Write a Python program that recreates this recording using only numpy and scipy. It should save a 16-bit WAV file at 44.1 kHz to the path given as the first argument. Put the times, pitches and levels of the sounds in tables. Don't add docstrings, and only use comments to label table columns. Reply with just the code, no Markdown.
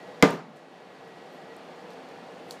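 import sys
import numpy as np
from scipy import signal
from scipy.io import wavfile
from scipy.ndimage import uniform_filter1d

SR = 44100
rng = np.random.default_rng(int(sys.argv[2]) if len(sys.argv) > 2 else 0)


def transcribe(u):
    v = np.clip(np.atleast_2d(u).T, -1, 1)
    q = np.round(v * 32767).astype(np.int16)
    wavfile.write(sys.argv[1], SR, q)


def invert_db(x):
    u = np.asarray(x, float) / 20
    return 10 ** u


N = 114660

# pitch_hz, level_db (per Hz)
FAN_AIR = [(41, -61), (70, -12.5), (173, -6.5), (500, -4), (547, -3.5), (751, -4.5), (1050, -11),
           (2980, -19.5), (15500, -50)]
# pitch_hz, width_hz, lift_db
HOLLOWS = [(171, 27, 4.5), (263.5, 6.9, 1.5), (352, 39, -10), (455.3, 4, 10), (492.8, 11.2, 4.5),
           (608, 6, -2), (713, 17, -3.5), (770.4, 6.7, 6.5), (1197, 9.8, -7), (1439, 11, -13),
           (1708, 10, 3.5), (4450, 450, -7.5)]
# multiple (of the drive rate), before_db, after_db (around the drive change)
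MOTOR_WHINE = [(2, -62, -70), (3, -79, -76), (4, -77, -86)]
# centre_s, half_width_s, level_db
RUSTLES = [
    (0.559, .015, -80),
    (1.345, .03, -70),
    (1.92, .04, -81),
    (2.09, .02, -79),
    (2.505, .03, -67),
]
# start_s, peak_db, pitch_hz,
# scuff_db, thump_db
TICKS = [(0.228, -99, 4000, -99, -36), (0.561, -58, 8500, -55, -74), (1.079, -60, 11500, -80, -90),
         (0.3068, -28.5, 8900, -70, -40), (1.566, -49, 8400, -92, -66), (1.905, -49, 4300, -62, -85),
         (1.934, -52, 4620, -72, -85), (2.088, -57, 7000, -76, -95), (2.489, -60, 9000, -66, -90),
         (2.5002, -53, 7500, -63, -85), (2.5091, -30, 4500, -46.5, -70), (2.522, -51, 4600, -79, -90),
         (2.594, -70, 4000, -85, -54)]
# pitch_hz, level_db (per Hz)
ROOM_TAIL = [(24, -66), (40, -28), (136, 2), (472, -0.5), (797, -3.5), (1160, -8.5), (1380, -9.5),
             (6320, -27), (15500, -61)]
# pitch_hz, t60_s
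ROOM_T60 = [(60, 0.14), (160, 0.65), (420, 0.43), (1100, 0.43), (2910, 0.37), (7680, 0.33)]
# start_s, crack_db, table_db
KNOCKS = [
    (0.2250, -2.5, -7),
    (0.3068, -36, -28.5),
]
# pitch_hz, level_db, t60_s
HARD_EDGE = [(2200, -2, .006), (3300, -5, .004), (4600, -3, .004), (7200, -17, .004), (9000, -18, .004),
             (13300, -24, .005)]
# pitch_hz, level_db, t60_s
WOODEN_TOP = [(165.3, -6, 0.37), (201.7, -4, .25), (258.8, -10, 0.46), (292.1, -5, .3), (359, -6.5, .25),
              (435, -2.5, 0.31), (482.5, 0.5, 0.25), (590, -14, 0.36), (747, -13, 0.2), (813, -6.5, 0.19),
              (1024, -12, 0.26), (1199, -8.5, 0.31), (1536, -16.5, 0.28), (2055, -8, 0.14)]
# pitch_hz, level_db, t60_s
THUD = [(136.4, -18.5, 0.18), (203, -5, 0.079), (273.6, -4.5, 0.13), (340, -22, 0.059)]

AIR_DB, AIR_PATCHY_DB, AIR_LOW_CUT_HZ = -43.5, 0.65, 177
DRIVE_HZ, DRIVE_CHANGE_S, WHINE_WOBBLE_DB = 961, 1.545, 2.5
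RUSTLE_HZ, MIC_HISS_DB = 8000, -95
BLADE_CYCLES, BLADE_OVERTONE, SNAP_DB, SNAP_S = 22, 1.35, -9, 0.0017
SCUFF_RISE_S, SCUFF_T60_S, SCUFF_LOW_HZ, SCUFF_TOP_HZ = 0.0037, 0.16, 3430, 7000
THUMP_HZ, THUMP_T60_S = 41, 0.058
TAIL_DB, TAIL_RISE_S, TAIL_LOW_HZ = -6.5, 0.0022, 446
BUZZ_DB, BUZZ_S, BUZZ_FADE_S, BUZZ_HZ = -46, 0.13, 0.05, 8050
CRACK_S, CRACK_TOUCHES = 0.0012, 5
TOP_LAG_S, TOP_SPREAD_S, THUD_LAG_S = 0.00073, 0.00303, 0.0011
MIC_LOW_HZ, MIC_TOP_HZ, CLIP = 95, 15400, 0.67
GAIN_KNEE_DB, GAIN_RATIO, GAIN_ATTACK_S, GAIN_RELEASE_S = -35.5, 0.32, 0.026, 0.55


def rms_one(x):
    return x / np.sqrt(np.mean(x ** 2) + 1e-20)


def at_hz(points, hz):
    pitch_hz, value = np.transpose(points)
    return np.interp(np.log(hz), np.log(pitch_hz), value)


def drift(rate_hz):
    r = np.exp(-2 * np.pi * rate_hz * 40 / SR)
    slow = signal.lfilter([1], [1, -2 * r, r * r], rng.standard_normal(N // 40 + 2002))
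    slow = rms_one(slow[2000:])
    return np.interp(np.arange(N) / 40, np.arange(len(slow)), slow)


def ring(clicks, hz, t60):
    r, w = invert_db(-60 / (t60 * SR)), 2 * np.pi * hz / SR
    return signal.lfilter([0, np.sin(w)], [1, -2 * r * np.cos(w), r * r], clicks + 1e-18)


def cut(x, hz, kind, order=2):
    return signal.sosfilt(signal.butter(order, hz, kind, fs=SR, output="sos"), x)


def bands():
    edges = 28 * 2 ** np.arange(0, 9.4, 1 / 3)
    white = rng.standard_normal((3, N))
    out = []
    for k, (low, high) in enumerate(zip(edges, edges[1:])):
        out.append((np.sqrt(low * high), cut(white[k % 3], [low, high], "band")))
    return out


def since(start_s):
    t = np.arange(N) / SR - start_s
    return np.maximum(t, 0), t >= 0


def click(start_s, db):
    x = np.zeros(N)
    x[int(start_s * SR)] = invert_db(db)
    return x


def mic_hiss():
    return invert_db(MIC_HISS_DB) * rng.standard_normal(N)


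def fan_air():
    together = drift(3.1)
    air = np.zeros(N)
    for hz, band in bands():
        patchy_db = AIR_PATCHY_DB * (0.2 * together + drift(22.5))
        air += invert_db(at_hz(FAN_AIR, hz) + patchy_db) * band
    out = air.copy()
    for hz, width, lift_db in HOLLOWS:
        r = np.exp(-np.pi * width / SR)
        poles = [1, -2 * r * np.cos(2 * np.pi * hz / SR), r * r]
        out += invert_db(lift_db) * signal.lfilter([(1 - r * r) / 2, 0, (r * r - 1) / 2], poles, air)
    return invert_db(AIR_DB) * rms_one(cut(out, AIR_LOW_CUT_HZ, "high"))


def motor_whine():
    t = np.arange(N) / SR
    out = np.zeros(N)
    for multiple, before_db, after_db in MOTOR_WHINE:
        level_db = np.where(t < DRIVE_CHANGE_S, before_db, after_db) + WHINE_WOBBLE_DB * drift(2)
        level = invert_db(uniform_filter1d(level_db, size=200))
        out += level * np.sqrt(2) * np.sin(2 * np.pi * multiple * DRIVE_HZ * t)
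    return out


def rustle():
    t = np.arange(N) / SR
    swell = sum(invert_db(db) * np.exp(-0.5 * ((t - s) / width) ** 2) for s, width, db in RUSTLES)
    grain = rms_one(cut(rng.standard_normal(N), RUSTLE_HZ, "high")) * invert_db(2.5 * drift(120))
    return swell * grain


def thumps():
    return sum(ring(click(s, thump_db), THUMP_HZ, THUMP_T60_S) for s, _, _, _, thump_db in TICKS)


def knife():
    hiss = cut(cut(rng.standard_normal(N), SCUFF_LOW_HZ, "high"), SCUFF_TOP_HZ, "low")
    hiss = rms_one(hiss) * invert_db(2.1 * drift(150))
    slips = cut(rng.standard_normal(N), 2800, "high")
    out = np.zeros(N)
    for s, db, hz, scuff_db, _ in TICKS:
        t, on = since(s)
        hit = click(s, db) + click(s + 1 / hz, db + 1.5)
        blade_t60 = BLADE_CYCLES / hz
        out += ring(hit, hz, blade_t60)
        out += 0.76 * ring(hit, min(BLADE_OVERTONE * hz, 14500), blade_t60)
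        out += on * (t < SNAP_S) * invert_db(db + SNAP_DB) * slips
        out += (1 - np.exp(-t / SCUFF_RISE_S)) * invert_db(scuff_db - 60 * t / SCUFF_T60_S) * hiss
    return out


def room_tail():
    t, on = since(KNOCKS[0][0])
    parts = [(hz, invert_db(at_hz(ROOM_TAIL, hz)) * band) for hz, band in bands()]
    scale = np.sqrt(np.mean(sum(part for _, part in parts) ** 2))
    wash = sum(part * invert_db(-60 * t / at_hz(ROOM_T60, hz)) for hz, part in parts) / scale
    wash = cut(wash, TAIL_LOW_HZ, "high", order=1)
    buzz = rms_one(cut(rng.standard_normal(N), BUZZ_HZ, "high")) * invert_db(1.6 * drift(54))
    hold = invert_db(BUZZ_DB - 60 * t - 20 * np.maximum(t - BUZZ_S, 0) / BUZZ_FADE_S)
    return on * (1 - np.exp(-t / TAIL_RISE_S)) * (invert_db(TAIL_DB) * wash + hold * buzz)


def thud():
    out = np.zeros(N)
    for k, (hz, db, t60) in enumerate(THUD):
        out += (-1) ** k * ring(click(KNOCKS[0][0] + THUD_LAG_S, db), hz, t60)
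    return out


def wooden_top(start_s, table_db):
    out = np.zeros(N)
    for hz, db, t60 in WOODEN_TOP:
        lag, sign = rng.random(2)
        hit = click(start_s + TOP_LAG_S + TOP_SPREAD_S * lag, table_db + db)
        out += ring(hit, hz, t60) * np.sign(sign - 0.5)
    return out


def crack(start_s, crack_db):
    out = np.zeros(N)
    for hz, db, t60 in HARD_EDGE:
        touches = np.zeros(N)
        for k, size in enumerate(rng.uniform(-1.39, 1, CRACK_TOUCHES)):
            touches += size * click(start_s + CRACK_S * k / CRACK_TOUCHES, crack_db + db)
        out += ring(touches, hz, t60)
    return out


def knocks():
    wood = sum(wooden_top(s, table_db) for s, _, table_db in KNOCKS)
    cracks = sum(crack(s, crack_db) for s, crack_db, _ in KNOCKS)
    return thud() + wood + cracks


def scene():
    fan = fan_air() + motor_whine()
    hits = cut(knocks() + room_tail() + knife(), MIC_LOW_HZ, "high", order=4)
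    return (fan + hits + thumps() + rustle() + mic_hiss())[None]


def top_cut(x):
    return signal.sosfilt(signal.butter(12, 16850, fs=SR, output="sos"), x)


def record(dry):
    t = np.arange(N) / SR
    level_db = 10 * np.log10(uniform_filter1d(dry[0] ** 2, size=441) + 1e-12)
    duck_db = GAIN_RATIO * np.maximum(level_db - GAIN_KNEE_DB, 1e-3)
    held = np.maximum.accumulate(np.log(duck_db) + t / GAIN_RELEASE_S)
    duck_db = np.exp(held - t / GAIN_RELEASE_S)
    r = np.exp(-1 / (GAIN_ATTACK_S * SR))
    x = dry * invert_db(-signal.lfilter([1 - r], [1, -r], duck_db))
    clipped = CLIP * x / (CLIP ** 4 + x ** 4) ** (1 / 4)
    top = signal.ellip(12, 1, 45, MIC_TOP_HZ, fs=SR, output="sos")
    return top_cut(signal.sosfilt(top, clipped))


dry = scene()
out = record(dry)
transcribe(out)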